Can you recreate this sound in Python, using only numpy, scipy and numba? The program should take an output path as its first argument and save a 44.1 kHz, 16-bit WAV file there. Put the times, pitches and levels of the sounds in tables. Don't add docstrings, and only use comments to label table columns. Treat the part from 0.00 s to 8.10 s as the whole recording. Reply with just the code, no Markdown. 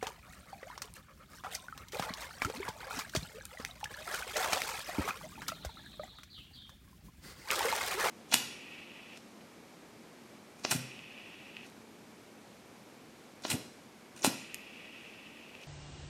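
import sys
import numpy as np
from scipy import signal
from scipy.fft import rfft, irfft
from scipy.io import wavfile
from numba import njit

SR = 44100
rng = np.random.default_rng(int(sys.argv[2]) if len(sys.argv) > 2 else 0)


def inscribe(sig):
    pcm = np.round(np.clip(np.atleast_2d(sig).T, -1, 1) * 32767)
    wavfile.write(sys.argv[1], SR, pcm.astype(np.int16))


N = 357210
TIME = np.arange(N) / SR


def amp(db):
    return 10 ** (np.asarray(db) / 20)


def unit(x):
    return x / np.sqrt(np.mean(x ** 2) + 1e-20)


def read(points, hz):
    f, db = np.transpose(points)
    return amp(np.interp(np.log(hz + 1), np.log(f), db))


def colour(x, points):
    hz = np.fft.rfftfreq(len(x), 1 / SR)
    return irfft(rfft(x) * read(points, hz), len(x))


def drift(size, hz):
    lowpass = np.exp(-(np.fft.rfftfreq(size, 1 / SR) / hz) ** 2)
    return unit(irfft(rfft(rng.standard_normal(size)) * lowpass, size))


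def split(x):
    hz = np.fft.rfftfreq(len(x), 1 / SR)
    body = irfft(rfft(x) / (1 + (hz / 2600) ** 8), len(x))
    return unit(body), unit(x - body)


def add(mix, s, sound):
    part = mix[max(round(s * SR), 0):][:len(sound)]
    part += sound[:len(part)]


def swells(rows, taper):
    out = np.zeros(N)
    for s, length, db in rows:
        add(out, s, amp(db) * signal.windows.tukey(int(length * SR), taper))
    return out


def resonate(x, hz, width):
    turn = np.exp(2j * np.pi * np.cumsum(hz * np.ones(len(x))) / SR)
    r = np.exp(-np.pi * width / SR)
    return 2 * (turn * signal.lfilter([1 - r], [1, -r], x / turn)).real


def tail(x, t60):
    t = np.arange(SR) / SR
    taps = rng.standard_normal(SR) * (rng.random(SR) < .1)
    echoes = taps * amp(-60 * t / t60) * np.minimum(t / 0.0011, 1)
    return signal.oaconvolve(x, echoes / np.linalg.norm(echoes))[:N]


def bubble(hz, cycles, rise):
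    turns = np.arange(int(7 * cycles / hz * SR) + 2) * hz / SR
    age = turns / cycles
    return (1 - np.exp(-2 * turns)) * np.exp(-age) * np.sin(2 * np.pi * turns * (1 + rise * age))


# (t/s, body onset level/dB, spray onset level/dB, decay/s,
# trapped air's starting f/Hz, its gain/dB)
SURFACE_SLAPS = [(.0273, -36.5, -41.5, 0.0054, 470, -20.5), (.069, -39, -38, 0.0069, 2860, -22),
                 (.6293, -51, -64, 0.01, 520, -30), (.7777, -48, -43.5, 0.0062, 1040, -25),
                 (.8195, -40.5, -33.8, 0.0057, 2200, -29), (.939, -72, -53, .002, 9500, -25),
                 (1.4377, -48, -56, .02, 1100, -28), (1.446, -46, -55, .006, 1250, -26),
                 (1.5495, -56, -30.5, 0.0053, 3020, -38), (1.7768, -47, -43.5, 0.004, 1210, -31),
                 (1.8841, -69, -47, 0.0046, 3270, -32), (1.921, -54, -45.5, 0.017, 2400, -38),
                 (1.9961, -35.5, -36, 0.0055, 766, -15.5), (2.024, -34, -39, 0.0044, 1300, -22),
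                 (2.138, -56, -41, 0.0072, 4200, -16.5), (2.4193, -29.5, -37.5, 0.0055, 900, -16.5),
                 (2.4486, -30, -31, 0.0016, 2330, -32), (2.4992, -40, -46.5, 0.0088, 467, -23.5),
                 (2.6865, -52, -39.5, .008, 470, -28), (2.99, -37.5, -35, .012, 880, -31),
                 (3.15, -35, -33, 0.0095, 362, -20.5), (3.1612, -41, -31, 0.01, 2040, -17),
                 (3.096, -54, -42.5, 0.0034, 5200, -39), (3.4538, -72, -37, 0.0015, 9150, -20),
                 (3.599, -45, -52, .018, 480, -31), (3.6495, -46, -28, 0.0012, 2040, -15.5),
                 (3.842, -46, -35.5, 0.0045, 2800, -20), (4.3667, -46, -31.5, 0.0078, 2830, -19),
                 (4.443, -31.5, -36, 0.0072, 1200, -32), (4.531, -28, -25, 0.0053, 740, -15),
                 (4.6184, -38, -29.4, 0.0021, 2180, -11.5), (5.088, -35, -43, .017, 1200, -15),
                 (5.419, -39.5, -49.5, 0.011, 1090, -47), (5.4815, -37, -30, 0.0066, 2950, -28),
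                 (5.649, -44, -41.5, .0097, 640, -24), (6.186, -46.5, -61, 0.0065, 1220, -38),
                 (6.233, -54, -49, 0.0067, 1990, -35), (6.6935, -59, -55, 0.0093, 1120, -37),
                 (7.505, -63, -45, .0046, 2470, -8), (7.555, -55, -33, 0.012, 3000, -32),
                 (7.782, -51, -42, 0.0031, 800, -20), (8.01, -57, -30.5, 0.0017, 900, -26)]
# (f/Hz, level/dB)
SLAP_SPECTRUM = [(60, -10), (200, 0), (500, -13), (1300, 4), (2300, -6.5), (3000, -2), (6000, -1.5),
                 (9000, -10), (10500, -12.5), (12000, -13.5), (16000, -16)]
POCKET_CYCLES = 1.24


def slaps(attack=0.00014, crackle_db=1.0, variety_db=1.5, rise=0.0032):
    out, t = np.zeros(N), np.arange(SR // 8) / SR
    for s, low_db, high_db, decay, pocket_hz, pocket_db in SURFACE_SLAPS:
        tint = [(hz, db + variety_db * rng.standard_normal()) for hz, db in SLAP_SPECTRUM]
        crackle = rng.standard_normal(len(t)) * amp(crackle_db * drift(len(t), 600))
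        body, mist = split(colour(crackle, tint))
        fade = np.exp(-t / decay) * (1 - np.exp(-t / attack))
        burst = amp(low_db) * unit(body * fade) + amp(high_db) * unit(mist * fade)
        add(out, s - attack, burst * np.sqrt(np.mean(np.exp(-2 * t / decay))))
        add(out, s, amp(pocket_db) * bubble(pocket_hz, POCKET_CYCLES, rise))
    return out


# (start t/s, length/s, slosh level/dB before the trim in churn, spray level/dB)
LEG_STROKES = [(0.003, 0.088, -50.5, -55.5), (0.307, 0.029, -58.5, -59.5), (0.676, 0.11, -56, -75),
               (0.826, 0.023, -50.5, -56), (0.936, 0.025, -57, -55.5), (1.286, 0.11, -69, -62.5),
               (1.431, 0.062, -48, -60.5), (1.504, 0.032, -47.5, -45), (1.77, 0.033, -65, -61.5),
               (1.917, 0.09, -45.5, -51), (2.009, 0.032, -37, -44.5), (2.066, 0.033, -41.5, -51),
               (2.154, 0.091, -45.5, -50), (2.41, 0.038, -45.5, -47.5), (2.535, 0.015, -44.5, -49),
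               (2.616, 0.065, -43.5, -57.5), (2.787, 0.097, -46, -60), (2.891, .11, -45, -47),
               (3.11, 0.13, -53.5, -51.5), (3.495, 0.18, -63.5, -60), (3.892, 0.19, -51.5, -56.5),
               (4.061, 0.096, -44, -52.5), (4.107, 0.092, -43, -44), (4.335, 0.14, -38.5, -47),
               (4.5, 0.069, -38.5, -40), (4.57, 0.23, -45.5, -44.5), (4.869, 0.18, -43.5, -50),
               (5.055, 0.027, -42, -45), (5.204, 0.033, -52.5, -57), (5.466, 0.027, -54, -49),
               (6.022, 0.019, -52.5, -58.5), (7.462, 0.043, -46.5, -49.5), (7.491, 0.062, -35.5, -39.5),
               (7.557, 0.17, -35.5, -40.5), (7.734, 0.21, -37.5, -39.5), (7.97, 0.15, -34.5, -41)]
STROKE_ATTACK_S, SLOSH_RELEASE_S, SPRAY_RELEASE_S = 0.022, 0.035, 0.032
WAKE_DB, WAKE_S = -14, 0.19
# (t/s, level/dB before the trim in churn)
BODY_LAPPING = [(0, -64), (.75, -59), (.92, -82), (1.25, -69.5), (1.6, -62), (1.88, -68), (2.4, -55),
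                (3.35, -58), (3.75, -60.5), (4.4, -44), (5.2, -55), (5.95, -64), (6.2, -72), (7.15, -73),
                (7.45, -58)]
LAP_SPRAY_DB = -4


def stirring():
    lap = amp(np.interp(TIME, *np.transpose(BODY_LAPPING)))
    slosh, spray, t = lap ** 2, (lap * amp(LAP_SPRAY_DB)) ** 2, TIME[:SR]
    for s, length, slosh_db, spray_db in LEG_STROKES:
        push, after = np.minimum(t / STROKE_ATTACK_S, 1), np.maximum(t - length, 0)
        wake = amp(WAKE_DB) * np.exp(-after / WAKE_S)
        slosh_fall = np.maximum(np.exp(-after / SLOSH_RELEASE_S), wake)
        spray_fall = np.maximum(np.exp(-after / SPRAY_RELEASE_S), wake)
        add(slosh, s, (amp(slosh_db) * push * slosh_fall) ** 2)
        add(spray, s, (amp(spray_db) * push * spray_fall) ** 2)
    return np.sqrt(slosh), np.sqrt(spray)


@njit
def ring_all(start, pitch, size, cycles, rise, length):
    out = np.zeros(length)
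    for k in range(len(start)):
        for i in range(min(int(6 * cycles[k] / pitch[k]), length - start[k])):
            turns = i * pitch[k]
            age = turns / cycles[k]
            ring = np.exp(-age) * np.sin(2 * np.pi * turns * (1 + rise[k] * age))
            out[start[k] + i] += size[k] * (1 - np.exp(-2 * turns)) * ring
    return out


# (f/Hz, level/dB)
SWARM_SPECTRUM = [(200, 0), (300, -6.5), (450, 2), (800, 6.5), (1400, 5), (2250, 1), (2800, -5.5),
                  (4200, -8), (7000, -11), (9500, -12.5), (10500, -19), (12000, -16), (16000, -24)]


def churn(share=.2, calm_share=.45, busy_db=-42, size_db=4.0, cycles=7.2, rise=0.012, fizz_db=5,
          patter_db=4.5, drops_db=-9, clots_per_s=60, clot_s=0.012, clot_gain=0.93, body_db=-1,
          mist_hz=7000, count=100000):
    slosh, spray = stirring()
    busy = calm_share + slosh / amp(busy_db)

    draws = rng.random((count, 6))
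    chance = share * busy[(draws[:, 0] * N).astype(int)]
    when, pitch, bulk, damping, climb, _ = draws[draws[:, 5] < chance].T
    start = (when * N).astype(int)
    hz = 280 + 13000 * pitch ** 1.1
    ring = cycles * (hz / 1000) ** 0.39 * 2 ** (2 * damping - 1)
    variety_db = size_db / (1 + hz / 14000)
    bulk_db = variety_db * (np.minimum(-np.log(1 - bulk), 2.8) - 2.5)
    size = amp(bulk_db) * np.sqrt(hz / ring / busy[start])
    size = size / (1 + (hz / mist_hz) ** 2)
    swarm = ring_all(start, hz / SR, size, ring, 2 * rise * climb, N)

    hiss = signal.lfilter([1, -.8], [1], rng.standard_normal(N))
    fizz = unit(hiss * amp(patter_db * drift(N, 340)))
    drops = unit(rng.standard_normal(N) * (rng.random(N) < 70 * busy / SR))
    water = unit(swarm) + amp(fizz_db) * fizz + amp(drops_db) * drops
    body, mist = split(colour(water, SWARM_SPECTRUM))

    falls = rng.random(N) * (rng.random(N) < clots_per_s / SR)
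    surges = signal.lfilter([1], [1, -np.exp(-1 / (clot_s * SR))], falls)
    clots = unit(1 + clot_gain * surges)
    return clots * (body * slosh * amp(body_db) + mist * spray)


# (t/s, starting f/Hz, gain/dB)
LEG_THUMPS = [(1.9967, 140, -21.5), (2.1047, 198, -23.5), (2.4508, 110, -19.5), (2.6876, 132, -27),
              (2.9803, 247, -27), (3.17, 136, -15), (3.1769, 58.4, -26), (3.227, 154, -25.5),
              (3.5983, 218, -27.5), (4.9844, 260, -10.5), (4.9896, 70.4, -21), (4.9943, 254, -12.5),
              (5.657, 62, -22.5)]
THUMP_CYCLES = 0.63


def thumps(rise=0.0073):
    out = np.zeros(N)
    for s, hz, db in LEG_THUMPS:
        add(out, s, amp(db) * bubble(hz, THUMP_CYCLES, rise))
    return out


# (t/s, starting f/Hz, gain/dB)
LOUD_BUBBLES = [(.0275, 734, -30), (0.0703, 893, -32.5), (0.5298, 770, -35), (0.6312, 1910, -38),
                (0.7008, 964, -37), (1.4466, 740, -34), (1.4665, 1284, -32.5), (1.6838, 1460, -32.5),
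                (1.7254, 1280, -33), (1.933, 460, -33), (1.9467, 2400, -34), (2.419, 2270, -21),
                (2.4486, 1320, -22), (2.4584, 284, -35), (2.6005, 390, -32), (2.6297, 2180, -31),
                (2.9083, 1360, -28.5), (3.137, 1570, -35), (3.1499, 636, -27.5), (3.165, 3270, -26),
                (3.41, 1610, -39), (3.5728, 1937, -36), (3.711, 3800, -36), (3.83, 832, -30),
                (3.8568, 1690, -31), (3.942, 1700, -35), (4.077, 1330, -30.5), (4.15, 1446, -28),
                (4.223, 1490, -28), (4.3573, 600, -28.5), (4.3593, 1960, -28), (4.4307, 3500, -27),
                (4.529, 2350, -20.5), (4.8916, 696, -31), (5.077, 1250, -28), (5.0774, 740, -32),
                (5.107, 2430, -26.5), (5.3781, 870, -41.5), (5.49, 1320, -27.5), (5.5187, 1290, -31),
                (5.5197, 640, -35.5), (5.692, 900, -40.5), (5.771, 1290, -41), (5.862, 1640, -42),
                (5.9958, 587, -31), (5.996, 1236, -36.5), (6.034, 1960, -40.5), (6.0346, 730, -35.5),
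                (6.9287, 1010, -53.5), (7.0844, 1020, -51.5), (7.581, 390, -37), (7.607, 888, -23),
                (7.6502, 474, -25), (7.688, 2090, -24), (7.7167, 4000, -25.5), (7.7275, 887, -21.5),
                (7.8122, 2090, -26)]
RING_CYCLES, RING_GROWTH = 6.15, 0.21


def plops(rise=0.0081):
    out = np.zeros(N)
    for s, hz, db in LOUD_BUBBLES:
        cycles = RING_CYCLES * (hz / 1000) ** RING_GROWTH
        add(out, s, amp(db) * bubble(hz, cycles, rise))
    return out


# (t/s, length/s, first f/Hz, last f/Hz, level/dB); the pitch also wobbles
CLOSING_HOLLOWS = [(0.038, 0.027, 536, 1110, -52), (.642, 0.044, 493, 855, -53.5),
                   (1.93, .049, 465, 640, -42.5), (2.455, .04, 326, 510, -47.5),
                   (2.537, .082, 210.7, 480, -50.5), (2.957, 0.046, 255, 403, -51),
                   (3.338, 0.066, 429, 647, -52.5), (3.511, 0.057, 482, 1000, -57),
                   (3.965, .08, 594, 655, -56), (4.359, 0.069, 483, 422, -45.5),
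                   (4.629, 0.082, 392, 565, -60), (5.033, 0.053, 353, 696, -48),
                   (5.079, 0.041, 1049, 1530, -43), (5.229, .05, 568, 810, -51),
                   (7.554, 0.059, 340, 490, -48.5), (7.64, 0.06, 456, 530, -39),
                   (7.938, .069, 353, 563, -43)]


def gulps(wobble=0.04, flutter_db=4.5):
    out = np.zeros(N)
    for s, length, first_hz, last_hz, db in CLOSING_HOLLOWS:
        age = np.linspace(0, 1, int(length * SR))
        bend = drift(SR // 4, 135)[:len(age)]
        flutter = drift(SR // 4, 97)[:len(age)]
        hz = first_hz * (last_hz / first_hz) ** (age ** 2) * (1 + wobble * bend)
        swell = signal.windows.tukey(len(age), .6) * amp(flutter_db * flutter)
        add(out, s, amp(db) * unit(swell * np.sin(2 * np.pi * np.cumsum(hz) / SR)))
    return out


def drips(per_s=28, low_hz=1500, high_hz=8500, level_db=15, ceiling_db=-52, spread_db=3, rise=0.017, count=400):
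    out, wet = np.zeros(N), np.minimum(stirring()[1], amp(ceiling_db))
    for when, pitch, size, chance in rng.random((count, 4)):
        hz = low_hz * (high_hz / low_hz) ** pitch
        if chance < per_s * N / SR / count:
            gain = wet[int(when * N)] * amp(level_db + spread_db * (2 * size - 1))
            cycles = RING_CYCLES * (hz / 1000) ** RING_GROWTH
            add(out, when * N / SR, gain * bubble(hz, cycles, rise))
    return out


# (start t/s, number of puffs, level/dB before the trim in panting)
PANTING_BOUTS = [(.1, 4, -58), (.947, 4, -55.5), (1.775, 1, -53)]
PUFF_EVERY_S, PUFF_S = 0.116, 0.081
# (f/Hz, half the width of each of two passes/Hz, level/dB)
MUZZLE_RESONANCES = [(566, 103, -6.5), (1256, 144, -1), (1580, 360, -12), (2100, 110, -10)]


def panting(level_db=-2):
    rows = [(s + k * PUFF_EVERY_S, PUFF_S, db + level_db)
            for s, count, db in PANTING_BOUTS for k in range(count)]
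    air = rng.standard_normal(N)
    breath = np.zeros(N)
    for hz, half_width, db in MUZZLE_RESONANCES:
        once = resonate(air, hz, 2 * half_width)
        breath += amp(db) * resonate(once, hz, 2 * half_width)
    return swells(rows, taper=0.77) * unit(breath)


# (start t/s, length/s, level/dB)
LEAD_SLIDES = [(7.2, 0.17, -51.5), (7.33, 0.19, -56.5)]
# (start t/s, length/s, level/dB)
REEL_SPINS = [(5.13, 0.59, -54.5), (5.7, 0.44, -58.5), (7.21, 0.13, -59), (7.37, 0.05, -61)]
# (f/Hz, level/dB)
TAPE_SPECTRUM = [(200, -8), (350, 6), (650, -8), (1300, -0.5), (2400, -6), (3000, -6), (4000, -7),
                 (7000, -7.5), (9500, -9.5), (10500, -14), (16000, -13)]
# (f/Hz, width/Hz, level/dB relative to the rub)
HANDLE_RESONANCES = [(516, 25, 8), (2020, 57, 12.5), (4650, 400, 6), (8600, 390, -8)]
# (f/Hz, level/dB)
REEL_SPECTRUM = [(80, -13), (140, 2.5), (210, 2), (310, -5.5), (380, -11), (600, -33.5)]


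def lead():
    rub = colour(rng.standard_normal(N), TAPE_SPECTRUM)
    casing = sum(amp(db) * resonate(rub, hz, width) for hz, width, db in HANDLE_RESONANCES)
    slide = unit(rub + casing)
    reel = unit(colour(rng.standard_normal(N), REEL_SPECTRUM))
    return slide * swells(LEAD_SLIDES, taper=.75) + reel * swells(REEL_SPINS, taper=0.56)


# (t/s, length/s, first f/Hz, last f/Hz, level/dB before its path through the wood)
BIRD_FLOURISH = [(6.299, 0.022, 4440, 4360, -54.5), (6.322, 0.093, 4250, 2860, -53),
                 (6.531, 0.0295, 4630, 4150, -55.5), (6.541, .13, 3600, 3365, -56)]


def bird(start=5.52, gap=.078, note_s=0.051, count=9, top_hz=4500, bottom_hz=3150, trill_db=-57, buzz=0.08,
         buzz_hz=140, settle=2.2, fade_db=-5, t60=0.49, direct_db=-8):
    song = np.zeros(N)
    sweep = np.geomspace(top_hz, bottom_hz, int(note_s * SR))
    for k in range(count):
        hz = sweep * (1 + buzz * drift(len(sweep), 740) / 2)
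        note = signal.windows.tukey(len(hz), .5) * np.sin(2 * np.pi * np.cumsum(hz) / SR)
        add(song, start + k * gap, amp(trill_db) * unit(note))
    for s, length, first_hz, last_hz, db in BIRD_FLOURISH:
        age = np.linspace(0, 1, int(length * SR))
        fall = last_hz + (first_hz - last_hz) * (1 - age) ** settle
        hz = fall * (1 + buzz * np.sin(2 * np.pi * buzz_hz * length * age))
        swell = signal.windows.tukey(len(age), .25) * amp(fade_db * age)
        add(song, s, amp(db) * unit(swell * np.sin(2 * np.pi * np.cumsum(hz) / SR)))
    return amp(direct_db) * song + tail(song, t60)


# (f/Hz, level/dB)
STREAM_SPECTRUM = [(180, -41), (300, 4), (600, -34), (1100, -6), (2100, -3), (3000, -7), (4600, -8.5),
                   (8000, -15.5), (11000, -27), (16000, -19)]
# (f/Hz, level/dB)
RUMBLE_SPECTRUM = [(20, -20), (40, -1), (60, 2.5), (110, -3.5), (200, -5.5), (300, -13), (500, -26),
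                   (1200, -34)]
STREAM_DB, RUMBLE_DB = -72.5, -58.5


def background(waver_db=2.5):
    wash = unit(colour(rng.standard_normal(N), STREAM_SPECTRUM))
    low = colour(rng.standard_normal(N), RUMBLE_SPECTRUM)
    rumble = unit(low * amp(waver_db * drift(N, 24)))
    return amp(STREAM_DB) * wash + amp(RUMBLE_DB) * rumble


# (delay t/s, linear gain)
ROCK_ECHOES = [(.0036, 0.053), (0.0113, 0.15), (0.016, 0.064)]


def scene(bank_db=-16, bank_t60=0.32):
    near = plops() + thumps() + slaps() + churn() + drips() + gulps() + panting()
    out = near + amp(bank_db) * tail(near, bank_t60)
    for delay, gain in ROCK_ECHOES:
        add(out, delay, gain * near)
    return (out + bird() + lead() + background())[None]


EDGE_HZ = 16050


def record(dry, low_hz=42):
    bass_cut = signal.butter(3, low_hz, "high", fs=SR, output="sos")
    thin = signal.sosfilt(bass_cut, dry)
    band_limit = signal.firwin(511, EDGE_HZ, window=("kaiser", 9), fs=SR)
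    return signal.oaconvolve(thin, band_limit[None], "same")


dry = scene()
out = record(dry)
inscribe(out)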